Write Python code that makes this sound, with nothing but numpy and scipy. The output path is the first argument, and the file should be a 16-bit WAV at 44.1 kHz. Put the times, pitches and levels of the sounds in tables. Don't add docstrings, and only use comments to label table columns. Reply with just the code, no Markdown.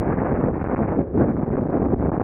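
import sys
import numpy as np
from scipy import signal
from scipy.io import wavfile
from scipy.ndimage import uniform_filter1d

SR = 44100
rng = np.random.default_rng(int(sys.argv[2]) if len(sys.argv) > 2 else 0)


def log_audio(samples):
    frames = np.atleast_2d(samples).T
    limited = np.clip(frames, -1, 1)
    pcm = np.round(limited * 32767).astype(np.int16)
    wavfile.write(sys.argv[1], SR, pcm)


def volts_from_decibels(level):
    exponent = np.asarray(level, float) / 20
    return 10 ** exponent


N = 98695

# (time [s], level [dB], fine eddies [dB], freedom from the stop [0-1])
AIRFLOW = [(0, -22, -11.5, .35), (.4, -21.5, -15.5, .35), (.44, -19, -16.5, 0.2), (.5, -22.5, -27.5, .4),
           (.55, -25, -12, .2), (.72, -23, -8.5, .15), (.8, -20, -11.5, .3), (.95, -21.5, -12.5, .4),
           (.97, -23.5, -34.5, .9), (1.01, -16.5, -18.5, .9), (1.05, -31, -28.5, .9),
           (1.09, -32.5, -27, .9), (1.14, -25.5, -41, .9), (1.2, -13, -20.5, .8), (1.29, -20, -18, .7),
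           (1.33, -23, -24.5, .3), (1.75, -21.5, -23.5, 0.27), (2.24, -21, -20, .3)]
# (time [s], length [s])
PINNED_MOMENTS = [(0, .004), (1.56, 0.0078), (1.813, 0.0022), (2.076, .0027), (2.2362, .003), (.598, .002),
                  (1.495, .002), (0.192, 0.0017), (0.24, 0.0048), (0.335, 0.0034), (0.538, 0.0019),
                  (0.55, 0.0016), (.585, 0.0019), (0.631, 0.0038), (0.654, .006), (0.678, 0.0045),
                  (0.748, 0.01), (1.362, .004), (1.369, .003), (1.405, 0.0037), (1.525, 0.0028),
                  (1.554, 0.0027), (1.676, 0.0074), (1.946, 0.013), (1.999, 0.0053), (2.062, 0.0026),
                  (2.064, 0.0037), (2.107, 0.0073), (2.133, 0.0013), (2.188, 0.0056), (2.218, 0.006)]
# (frequency [Hz], level per Hz [dB])
PRESSURE_SPECTRUM = [(20, -2), (60, 2.5), (130, 1.5), (260, 4.5), (640, -6.5), (950, -17.5), (1900, -30.5),
                     (3000, -50.5)]
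# (time [s], peak [dB])
GAIN_STEPS = [(.067, -66), (.387, -63), (.407, -61), (.567, -62), (.637, -62), (.647, -64), (.737, -63),
              (.777, -62), (.827, -65), (.927, -66), (.997, -66), (1.167, -60), (1.187, -57), (1.297, -61),
              (1.337, -63), (1.377, -60), (1.617, -61), (1.637, -64), (1.707, -59), (1.787, -64),
              (1.847, -63), (1.987, -62), (2.037, -63), (2.147, -61)]
# (time [s], depth over the roar [dB], width [ms])
EDDY_SUCKS = [(0.0082, 10.2, 1.7), (0.0723, 15.5, 1.24), (0.0935, 10, 1.35), (0.1396, 9, 1.7),
              (0.1622, 5.5, 0.4), (0.183, 4.5, 0.55), (0.2181, 11, 0), (0.2336, 9, 0.13),
              (0.2875, 6.5, 0.9), (0.3009, 10, 1.3), (0.3286, 12, 1.1), (0.3434, 6.5, 0.4),
              (0.4392, 9.5, 1.2), (0.4673, 7, 1.3), (0.5796, 10.5, 0.8), (0.605, 1, 0.19),
              (0.6424, 16.5, 0.84), (0.6852, 9.5, 0.67), (0.6974, 10, 0.6), (0.7185, 10.1, 0.42),
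              (0.7336, 10, 1), (0.7471, 12.5, 0.35), (0.7796, 8.5, 0.27), (0.7912, 16, 0.72),
              (0.8001, 8.5, 0.88), (0.8059, 11.5, 0.8), (0.8192, 16, 1.5), (0.8415, 7, 0.67),
              (0.8606, 10, 0.17), (0.9006, 8, 2), (0.9117, 6, 0), (0.9305, 11, 0.89), (0.9854, 9, 0.56),
              (0.9998, 7, 0.68), (1.0071, 7.5, 1.4), (1.0231, 8, 0.62), (1.1559, 12, 1.4), (1.1912, 9.1, 1),
              (1.207, 4.5, 0.55), (1.4325, 10.5, 2.43), (1.487, 9, 1.86), (1.5082, 11.5, 1.6),
              (1.5477, 1, 1.2), (1.5735, -4, 0.72), (1.5922, 6, 0.49), (1.62, 14, 1.3),
              (1.6283, 13.5, 1.12), (1.6597, 13, 1.25), (1.753, 7, 1.3), (1.7762, 5.5, 1.45),
              (1.7909, 1.5, 1.7), (1.797, 7.5, 1.9), (1.8414, 5, 0.62), (2.0399, 8.5, 1.2),
              (2.073, 4.5, 1.2), (2.0793, 6.5, 1.9), (2.118, 15.5, 0.6), (2.1663, 6.5, 0.26),
              (2.1773, 11.5, 1.17), (2.214, 6, 0.0),
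              (0.0284, 11, 0), (0.0376, 6.5, 1), (0.0599, 6.5, -1.5), (0.088, 11, 1.4), (0.1004, 10, 0.9),
                (0.1153, 10, 1.5), (0.16, 4.5, 1.5), (0.1939, 5, 0), (0.226, 8, 0.5), (0.316, 11.5, 0.3),
                (0.3893, 13.5, 1.2), (0.3937, 7.5, 2), (0.4324, 6, 2.7), (0.4475, 7, 2.5), (0.5179, 5.5, 8),
                (0.5584, 7.0, 1.5), (0.583, 5, 1.5), (0.5898, 3.5, 0.4), (0.6259, 10.5, 1.8),
                (0.6377, 2.5, 0), (0.6474, 9, 0.5), (0.6709, 10, 2.2), (0.7875, 6.5, 2.2),
                (0.851, 8.0, 2.1), (0.8569, 5.5, 0), (0.9429, 6.5, -1), (0.949, 9, -0.3), (1.164, 8.5, 3),
                (1.1677, 9, 0), (1.201, 6, 1), (1.255, 12, 1), (1.2643, 11, 0), (1.3482, 12, 1.3),
                (1.367, 5, -5.8), (1.3852, 9, 1.5), (1.4379, 8.1, 2.5), (1.4789, 9, 1.3), (1.5031, 6, 0.5),
                (1.5771, 6, 1), (1.596, 9, 2), (1.648, 4.5, 1.3), (1.6554, 4.5, 0.7), (1.6923, 12, 1.3),
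                (1.6981, 6, 0.8), (1.7605, 8, 1.3), (1.7644, 5, 1.3), (1.8002, 8, 1.2), (1.8695, 7.2, 1),
                (1.8946, 11, 1.5), (1.9128, 11.5, 1.6), (1.9256, 6.5, 0), (1.9976, 4.5, 1.7),
                (2.0258, 10.5, 0.4), (2.0445, 5, 3.3), (2.0684, 10, 0.3), (2.0858, 10.5, 1.2),
                (2.0931, 8.5, 0), (2.1882, 7.3, 2), (2.2239, 11, 0.2), (2.233, 1, -2.7)]
# (time [s], half length [s], level [dB], extra above the rumble [dB])
SWELLS = [(0.102, 0.023, 1, 3.5), (0.263, 0.018, -6, 5), (0.294, 0.024, 3.5, -1), (.395, .015, 2, -5.5),
          (0.485, 0.0072, 3, -0.5), (0.513, .012, 3, 0.5), (0.53, 0.012, -1, -2), (0.583, .012, 1.5, -4.5),
          (0.869, 0.0085, -11, 0.5), (1.085, .035, 2, -2), (0.443, .02, 0.5, 2.5), (0.207, 0.053, 0, 2.5),
          (.97, .04, -0.5, 3.5), (1.803, 0.034, 0, 2), (1.225, .04, -2.5, 4), (1.161, .015, 3, 4),
          (1.416, 0.0073, -3.5, 2), (1.433, 0.0059, 4, 7), (1.456, 0.011, -10, 3), (1.484, .004, -0.5, 6),
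          (1.577, 0.013, 3, 4.5), (1.674, .012, -8, 5.5), (1.768, 0.03, 0.5, 5.5), (1.827, 0.015, 4.5, -4),
          (1.937, 0.014, 7, -8), (1.971, 0.018, -3, -10), (2.043, 0.015, 3, -0.5),
          (2.109, 0.0054, -17.5, 6.5), (2.202, .02, -0.5, 3)]


def rms_one(x):
    return x / np.sqrt(np.mean(x ** 2) + 1e-20)


def cut(x, hz, kind, order=2):
    return signal.sosfilt(signal.butter(order, hz, kind, fs=SR, output="sos"), x)


def drift(hz):
    r = np.exp(-40 * np.pi * hz / SR)
    noise = rng.standard_normal(N // 20 + 1002)
    slow = signal.lfilter([1], [1, -2 * r, r * r], noise)[1000:]
    return np.interp(np.arange(N) / 20, np.arange(len(slow)), rms_one(slow))


def hiss():
    noise = rms_one(cut(rng.standard_normal(N), 2500, "low", order=1))
    return volts_from_decibels(-92 + 5 * drift(14)) * noise


def crackle():
    grid_step, level_db, spread_db = 128, -53.5, 8
    s, free = np.transpose(AIRFLOW)[[0, 3]]
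    free_now = np.interp(np.arange(N) / SR, s, free)
    threshold = .7 + 3 * (free_now - .3)
    on = (np.arange(N) % grid_step == 0) & (drift(45) > threshold)
    sizes = volts_from_decibels(level_db + spread_db * np.tanh(rng.standard_normal(N)))
    signs = rng.choice([-1, 1], N)
    return cut(on * sizes * signs + 1e-18, 4600, "low", order=2)


def gain_ticks():
    first_s, every_s, level_db, spread_db = .0072, .01, -60, 5
    clicks = np.zeros(N)
    beat = np.arange(first_s, N / SR, every_s)
    draw = rng.standard_normal((len(beat), 2))
    clicks[(beat * SR).astype(int)] = volts_from_decibels(level_db + spread_db * draw[:, 0]) * np.sign(draw[:, 1])
    s, peak_db = np.transpose(GAIN_STEPS)
    clicks[(s * SR).astype(int)] = volts_from_decibels(peak_db + 22)
    return cut(clicks + 1e-18, 4600, "low", order=3)


def housing_rumble():
    return volts_from_decibels(-16.5) * rms_one(cut(rng.standard_normal(N), 130, "low"))


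def turbulence(eddies_db):
    fine_from_hz, fine_full_hz = 390, 1500
    shared_db, own_db = 1, 2.5
    shared = drift(26.1)
    white = rng.standard_normal((2, N + SR))
    at_hz, at_db = np.transpose(PRESSURE_SPECTRUM)
    edges = 18 * 2 ** np.arange(0, 8, .5)
    out = 0
    for k, (low, high) in enumerate(zip(edges, edges[1:])):
        hz = np.sqrt(low * high)
        fine = np.clip(np.log(hz / fine_from_hz) / np.log(fine_full_hz / fine_from_hz), 0, 1.2)
        gain_db = np.interp(np.log(hz), np.log(at_hz), at_db) + fine * eddies_db
        gain_db = gain_db + shared_db * shared + own_db * drift(8.5)
        out = out + volts_from_decibels(gain_db) * cut(white[k % 2], [low, high], "band")[SR:]
    return rms_one(out)


def sucks(t):
    s, db, ms = np.transpose(np.array(EDDY_SUCKS))[:, :, None]
    free = np.interp(s, *np.transpose(AIRFLOW)[[0, 3]])
    width = np.maximum(ms, .55 + 1.2 * free ** 2) * 0.55 / 1000
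    depth = volts_from_decibels(np.minimum(db, 10.5) - 1 - 5 * free ** 2)
    pull = (depth * np.exp(-((t - s) / width) ** 2)).sum(axis=0)
    near = np.exp(-((t - s) / (width + 3.6 / 1000)) ** 2).max(axis=0)
    return pull, 1 - 0.6 * near


def pinning(t):
    edge_s, extra_s, push = 0.00091, 0.0011, 3.5
    pull, lead_s, pull_s = 1.2, 0.0032, 0.001
    s, length = np.transpose(PINNED_MOMENTS)[:, :, None]
    since_start, until_end = t - s + extra_s / 2, s + length + extra_s / 2 - t
    held = np.clip(np.minimum(since_start, until_end) / edge_s + .5, 0, 1)
    suck = np.sqrt(length / length.mean()) * np.exp(-((t - s + lead_s) / pull_s) ** 2)
    return push * held.max(axis=0) - pull * suck.sum(axis=0)


def capsule(pressure, push):
    knee = .27
    return -knee * np.logaddexp(0, -(pressure + push) / knee)


def wind_filter(travel):
    run_in = 4000
    before = np.arange(-run_in, 0) / SR
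    early_suck = 3.4 * np.exp(-((before + 0.0033) / 0.002) ** 2)
    x = np.concatenate([travel[run_in:0:-1] - early_suck, travel])
    x = cut(x, 45, "high", order=1)
    x = cut(x, 46.3, "high")
    x = cut(x, 2100, "low", order=4)
    return cut(x, 2816, "low", order=10)[run_in:]


def swells(t, x):
    s, half, db, extra_db = np.transpose(SWELLS)[:, :, None]
    bell = np.exp(-((t - s) / half) ** 2)
    low = cut(x, 402, "low")
    low = cut(low[::-1], 402, "low")[::-1]
    above = volts_from_decibels((extra_db * bell).sum(axis=0)) * (x - low)
    return volts_from_decibels((db * bell).sum(axis=0)) * (low + above)


def wind():
    t = np.arange(N) / SR
    s, *columns = np.transpose(AIRFLOW)
    level_db, eddies_db, free = [np.interp(t, s, c) for c in columns]
    pressure = turbulence(eddies_db - eddies_db.mean())
    pull, calm = sucks(t)
    push = 0.76 - 3.82 * free + 0.36 * drift(13.3) + pinning(t)
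    leak = volts_from_decibels(-29) * pressure
    roar = wind_filter(capsule(calm * pressure - pull, push) + leak)
    loudness = np.sqrt(uniform_filter1d(roar ** 2, size=SR // 8) + 1e-9)
    rumble = cut(cut(housing_rumble(), 46.3, "high"), 2816, "low", order=10)
    return volts_from_decibels(level_db) * swells(t, roar / loudness + rumble)


def scene():
    return (hiss() + crackle() + gain_ticks() + wind())[None]


def band_limit(x):
    return signal.sosfilt(signal.butter(12, 15940, fs=SR, output="sos"), x)


def record(dry):
    dip_hz, top_hz = 15270, 15760
    mirror = dry * np.cos(2 * np.pi * 16000 * np.arange(N) / SR)
    upper = cut(mirror, [dip_hz + 300, top_hz], "band", order=4)
    lower = volts_from_decibels(-3) * cut(mirror, [13000, dip_hz], "band", order=14)
    return band_limit(dry + volts_from_decibels(-61) * (upper + lower))


dry = scene()
out = record(dry)
log_audio(out)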